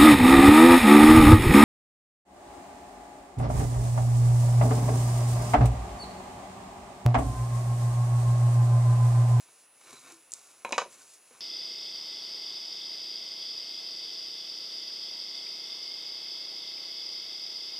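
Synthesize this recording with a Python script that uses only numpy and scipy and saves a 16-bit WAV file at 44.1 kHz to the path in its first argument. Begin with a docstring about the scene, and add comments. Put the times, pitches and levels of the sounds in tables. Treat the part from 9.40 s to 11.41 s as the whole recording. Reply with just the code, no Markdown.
"""First, fingers brush cardboard close to the microphone, over a soft hiss and a thin electrical whine.
The place is a small room, with two cardboard tubes on a wooden desk. One tube slides over the wood in
tiny slips, sings faintly and gives a few sharp little ticks. The other is set down, knocks end to end
and settles, tube and desk ringing together. Near echoes and a short room tail follow the handling."""
import sys
import numpy as np
from scipy import signal
from scipy.fft import rfft, irfft
from scipy.io import wavfile

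SR = 44100
rng = np.random.default_rng(int(sys.argv[2]) if len(sys.argv) > 2 else 0)


def waveform_to_disk(signal):
    """Save audio, clipped to [-1, 1], as 16-bit WAV at the path in sys.argv[1]."""
    frames = np.transpose(np.atleast_2d(signal))
    scaled = np.clip(frames, -1, 1) * 32767
    samples = np.round(scaled).astype(np.int16)
    wavfile.write(sys.argv[1], SR, samples)


N = 88508

# Levels in the tables are relative.
# spectrum of the hiss: f/Hz, level/dB
HISS_COLOUR = [(25, -17), (80, -17.5), (160, -10.5), (300, -4.5), (550, 0), (1100, -2), (1600, -4.5),
               (2400, -3.5), (2680, 0), (3100, -7.5), (5500, -13), (7000, -11.5), (9500, -7.5),
               (12500, -13.5), (16000, -17)]
# likeness of left and right in the hiss: f/Hz, correlation/0-1
HISS_LIKENESS = [(50, .9995), (1000, 1), (2200, 1), (3800, 1), (7500, 0), (14000, .05)]
# echoes off things near the desk: delay/s, gain
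NEAR_ECHOES = [(.0027, .14), (.0058, 0.072), (.0078, 0.12)]
# the room's decay: f/Hz, t60/s
ROOM_DECAY = [(120, 0.62), (300, 0.27), (1000, 0.13), (3000, .19), (8000, 0.18), (15000, 0.081)]
# what the room returns: f/Hz, level/dB
ROOM_COLOUR = [(150, -3), (500, -2.5), (1100, 0.5), (2500, -1), (6000, 0.5), (12000, 2)]
# likeness of left and right in the room's tail: f/Hz, correlation/0-1
ROOM_LIKENESS = [(50, 1), (1000, 1), (3000, 1), (7000, 0.57), (14000, 0)]
# fingers brushing the card: t/s, level/dB
BRUSH_STROKE = [(0, -58), (.07, -64.5), (.22, -62.5), (.3, -74), (.42, -62), (.53, -55), (.6, -58.5),
                (.72, -56), (.78, -63), (.89, -68.5), (.97, -57), (1.1, -60.5), (1.15, -63), (1.49, -64.5),
                (1.525, -53.5), (1.57, -60.5), (1.62, -55.5), (1.66, -60), (1.745, -54), (1.795, -66.5),
                (1.84, -64), (2.01, -62)]
# spectrum of fingers on card: f/Hz, level/dB
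BRUSH_COLOUR = [(880, -50), (1500, -16), (2210, -19), (2860, -18.5), (3880, -10.5), (5170, -8), (6890, -3),
                (10100, -12), (13500, -20), (15400, -24), (16000, -54)]
# card sliding on wood: t/s, level/dB
SLIDE_STROKE = [(0, -68), (.25, -78), (.39, -73), (.48, -55), (.55, -56.5), (.605, -64.5), (.64, -58.5),
                (.705, -54), (.76, -67.5), (.9, -79), (.96, -61.5), (1.03, -72), (1.09, -65.5),
                (1.16, -67.5), (1.6, -63.5), (1.8, -84), (1.89, -74.5), (1.94, -62), (2.01, -66.5)]
# spectrum of card on wood: f/Hz, level/dB
SLIDE_COLOUR = [(47, -54), (80, -21), (119, -7), (190, -20), (246, -5.5), (429, -6.5), (758, -7.5),
                (1040, -3), (1320, -3.5), (2000, -12.5), (2260, -3.5), (3360, -18.5), (3790, -6.5),
                (4430, -18.5), (5000, -28), (6500, -12), (11000, -120)]
# the sliding tube sings faintly: t/s, level/dB
SQUEAK_SWELL = [(.4, -100), (.46, -65), (.51, -72), (.54, -69), (.568, -54.5), (.587, -61), (.63, -100)]
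# the card catches as it slides: t/s, dull scuff level/dB, bright scuff level/dB
CATCHES = [(.087, -34, -56), (.413, -31.5, -49), (0.507, -37, -31), (.5295, -25, -31), (0.721, -48, -26.5),
           (1.526, -35, -44), (1.910, -36.5, -66)]
# soft bumps of fingers and tube: t/s, level/dB, f/Hz, t60/s
BUMPS = [(0.088, -55, 940, 0.041), (.530, -51, 246, 0.081), (0.536, -44, 389, 0.038),
         (0.53, -57.5, 144, 0.11), (.722, -52, 330, .22), (1.611, -47.5, 1493, 0.036),
         (1.91, -48, 477, 0.037), (1.912, -60, 243, 0.11)]
# sharp ticks of the handled tube: t/s, level/dB, f/Hz
TICKS = [(.9093, -40, 8500), (0.9199, -22, 7430), (0.937, -16, 7640), (.9425, -36, 5330)]
# the thin spectrum of the ticks: f/Hz, level/dB
TICK_COLOUR = [(1200, -37), (2800, -3), (4300, 1.5), (5600, 1), (8000, -0.5), (11000, -2.5), (15000, -2)]
# the tube meets the desk: t/s, ring level/dB, ring pitch ratio, then level/dB in each knock band
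KNOCKS = [(1.2486, -1, 0.99, -32, -30, -30.5, -29, -50.5, -31),
          (1.2922, -6, .97, -37, -36.5, -42.5, -51, -47, -46),
          (1.3086, -0.5, 1.0, -42, -31.5, -40.5, -52, -51, -64),
          (1.3240, -9, .96, -23.5, -19, -32, -40, -28.5, -32.5),
          (1.3277, -0.5, 1.0, -29.5, -30, -29, -24.5, -45.5, -47),
          (1.381, -10, 1.0, -27, -18, -14.5, -28.5, -26.5, -29),
          (1.3836, -4, 1.005, -31.5, -30.5, -21, -23.5, -37, -36),
          (1.4180, -8.5, 1.02, -31, -25.5, -27, -37, -41, -52),
          (1.461, -18, 0.77, -38, -33.5, -67, -55, -70, -62)]
# the six knock bands, bass to top: f/Hz
KNOCK_BANDS_HZ = [150, 450, 1100, 2500, 5500, 11000]
# tube and desk ring together: f/Hz, level/dB, t60/s
TUBE_DESK_MODES = [(138, -25.5, 0.11), (247, -19, 0.19), (430, -14.5, 0.066), (561, -4, 0.054),
                   (625, -16.5, 0.054), (731, -7.5, 0.067), (936, -3.5, 0.12), (986.5, -0.5, 0.052),
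                   (1068.6, 0, 0.043), (1256, -5.5, 0.033), (1600, -11.5, 0.026), (2140, -11.5, 0.026),
                   (2506, -1.5, 0.031), (3988, 0, 0.055), (6450, -2.5, .03)]
# the crack of contact and the dense short ring of the card: f/Hz, level/dB
CONTACT_COLOUR = [(30, -35), (170, -18), (290, -10.5), (560, 2), (820, -1.5), (1150, 5), (1900, -4.5),
                  (2700, 3), (3500, -3), (4400, -4.5), (7000, -2.5), (10000, -20), (15000, -31)]

LEFT_LAG_S = 2.1e-5  # sound reaches the left side of the microphone this much later


def amp(db):
    """Decibels to gain."""
    return 10 ** (np.asarray(db) / 20)


def unit(x):
    """Scales to rms 1."""
    return x / np.sqrt(np.mean(x ** 2) + 1e-20)


def read(points, hz):
    """Reads a table along log frequency."""
    f, value = np.transpose(points)
    return np.interp(np.log(hz + 1), np.log(f + 1), value)


def add(mix, start, sound):
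    """Mixes a sound in at a start time in seconds."""
    part = mix[max(round(start * SR), 0):][:len(sound)]
    part += sound[:len(part)]


def seconds(length):
    """A time axis."""
    return np.arange(int(length * SR)) / SR


def decay(t, t60):
    """Falls by 60 dB in t60 seconds."""
    return np.exp(-np.log(1000) * t / t60)


def note(t, hz, t60):
    """A dying sine."""
    return decay(t, t60) * np.sin(2 * np.pi * hz * t)


def burst(t, t60):
    """Dying noise of energy 1."""
    noise = rng.standard_normal(len(t)) * decay(t, t60)
    return noise / np.linalg.norm(noise)


def colour(x, spectrum):
    """Minimum-phase filter whose gain follows a table of f/Hz, level/dB."""
    hz = np.fft.rfftfreq(4096, 1 / SR)
    log_gain = np.log(amp(np.maximum(read(spectrum, hz), -100)))
    mirrored = np.r_[log_gain, log_gain[-2:0:-1]]
    taps = np.fft.ifft(np.exp(np.conj(signal.hilbert(mirrored)))).real
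    return signal.fftconvolve(x, taps[:len(hz)])[:len(x)]


def diffuse(likeness, size):
    """Two channels of noise, alike in the bass and less so in the treble."""
    a, b = rfft(rng.standard_normal((2, size)))
    same = np.clip(read(likeness, np.fft.rfftfreq(size, 1 / SR)), 0, 1)
    mid, side = a * np.sqrt((1 + same) / 2), b * np.sqrt((1 - same) / 2)
    return irfft(np.array([mid + side, mid - side]), size)


def background(hiss_db=-65, whine_hz=9778.7, whine_db=-63.5):
    """Steady hiss and a thin electrical whine, under everything."""
    hiss = unit(np.array([colour(side, HISS_COLOUR) for side in diffuse(HISS_LIKENESS, N)]))
    arrival = np.arange(N) / SR - np.array([[LEFT_LAG_S], [0]])
    whine = np.sqrt(2) * np.sin(2 * np.pi * whine_hz * arrival)
    return amp(hiss_db) * hiss + amp(whine_db) * whine


def room_tail(rise_s=0.0094):
    """The small room's diffuse answer: it builds quickly and lingers longest in the bass."""
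    hz, t, spectra = signal.stft(diffuse(ROOM_LIKENESS, SR // 2), SR, nperseg=256)
    level_db = read(ROOM_COLOUR, hz)[:, None] - 60 * t / read(ROOM_DECAY, hz)[:, None]
    tail = signal.istft(spectra * amp(level_db), SR, nperseg=256)[1]
    tail *= 1 - np.exp(-(np.arange(tail.shape[1]) / SR / rise_s) ** 2)
    return tail / np.linalg.norm(tail[0])


def from_desk(x, room_db):
    """Desk to microphone, close and a little to the right: direct path, near echoes and room tail."""
    near = x.copy()
    for delay, gain in NEAR_ECHOES:
        add(near, delay, gain * x)
    room = signal.fftconvolve(x[None], room_tail(), axes=1)[:, :N]
    lag = np.exp(-2j * np.pi * np.fft.rfftfreq(2 * N, 1 / SR) * np.array([[LEFT_LAG_S], [0]]))
    return irfft(rfft(near + amp(room_db) * room, 2 * N) * lag)[:, :N]


def friction(stroke, spectrum, slips_per_s=9000, spread_db=2.0):
    """Dense tiny slips, coloured by the card, following the stroke's level."""
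    slips = rng.standard_normal(N) * (rng.random(N) < slips_per_s / SR)
    slips *= amp(spread_db * np.minimum(rng.exponential(1, N), 4))
    level_db = np.interp(np.arange(N) / SR, *np.transpose(stroke))
    return amp(level_db) * unit(colour(slips, spectrum))


def squeak(hz=3975, width_hz=120):
    """Friction feeds one narrow resonance of the sliding tube."""
    t = np.arange(N) / SR
    pole = np.exp(-2 * np.pi * width_hz / SR)
    noise = rng.standard_normal(N) + 1j * rng.standard_normal(N)
    flutter = signal.lfilter([1], np.poly([pole, pole]), noise)
    level_db = np.interp(t, *np.transpose(SQUEAK_SWELL))
    return amp(level_db) * unit((flutter * np.exp(2j * np.pi * hz * t)).real)


def catches(t60=0.019, gain_db=11.5):
    """Short scuffs where the card sticks and lets go."""
    out, t = np.zeros(N), seconds(.2)
    for start, dull_db, bright_db in CATCHES:
        add(out, start, amp(dull_db) * colour(burst(t, t60), SLIDE_COLOUR))
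        add(out, start, amp(bright_db) * colour(burst(t, t60), BRUSH_COLOUR))
    return amp(gain_db) * out


def bumps(rise_s=0.0018):
    """Soft touches of fingers and tube, each with one dull note."""
    out, t = np.zeros(N), seconds(.5)
    onset = 1 - np.exp(-t / rise_s)
    for start, db, hz, t60 in BUMPS:
        add(out, start, amp(db) * onset * note(t, hz, t60))
    return out


def ticks(rise_s=0.00012, ring_db=-34):
    """The handled tube gives snaps of a few cycles, each with a faint high ring."""
    out, t = np.zeros(N), seconds(.5)
    ring = amp(ring_db) * note(t, hz=7300, t60=.03)
    pulse = t / rise_s * np.exp(1 - t / rise_s)
    for start, db, hz in TICKS:
        snap = pulse * np.sin(2 * np.pi * hz * t)
        add(out, start, amp(db) * (snap + ring))
    return colour(out, TICK_COLOUR)


def knocks(crack_db=25, crush_db=24, card_db=27):
    """Each blow cracks and rings tube and desk; level and pitch shift with the point of contact."""
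    out, t = np.zeros(N), seconds(.5)
    crack = amp(crack_db) * (t == 0)
    for start, ring_db, pitch_ratio, *band_db in KNOCKS:
        ring = sum((-1) ** k * amp(db) * note(t, pitch_ratio * hz, t60)
                   for k, (hz, db, t60) in enumerate(TUBE_DESK_MODES))
        crush = amp(crush_db) * burst(t, t60=.007)  # the fibres give way for a few milliseconds
        card_shake = amp(card_db) * burst(t, t60=.04)
        blow = amp(ring_db) * ring + colour(crack + crush + card_shake, CONTACT_COLOUR)
        add(out, start, colour(blow, list(zip(KNOCK_BANDS_HZ, band_db))))
    return out


def scene():
    """At the microphone: knocks, ticks and rubbing from the desk, over the background."""
    slide = friction(SLIDE_STROKE, SLIDE_COLOUR)
    fingers = friction(BRUSH_STROKE, BRUSH_COLOUR)
    rubbing = slide + fingers + catches() + squeak() + bumps()
    return (from_desk(knocks(), room_db=-9) + from_desk(ticks(), room_db=-17.5)
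            + from_desk(rubbing, room_db=-15) + background())


def record(dry):
    """The recorder's band limit."""
    cutoff_hz = 16200
    lowpass = signal.firwin(255, cutoff_hz, window=("kaiser", 8), fs=SR)
    return signal.oaconvolve(dry, lowpass[None], "same")


dry = scene()
out = record(dry)
waveform_to_disk(out)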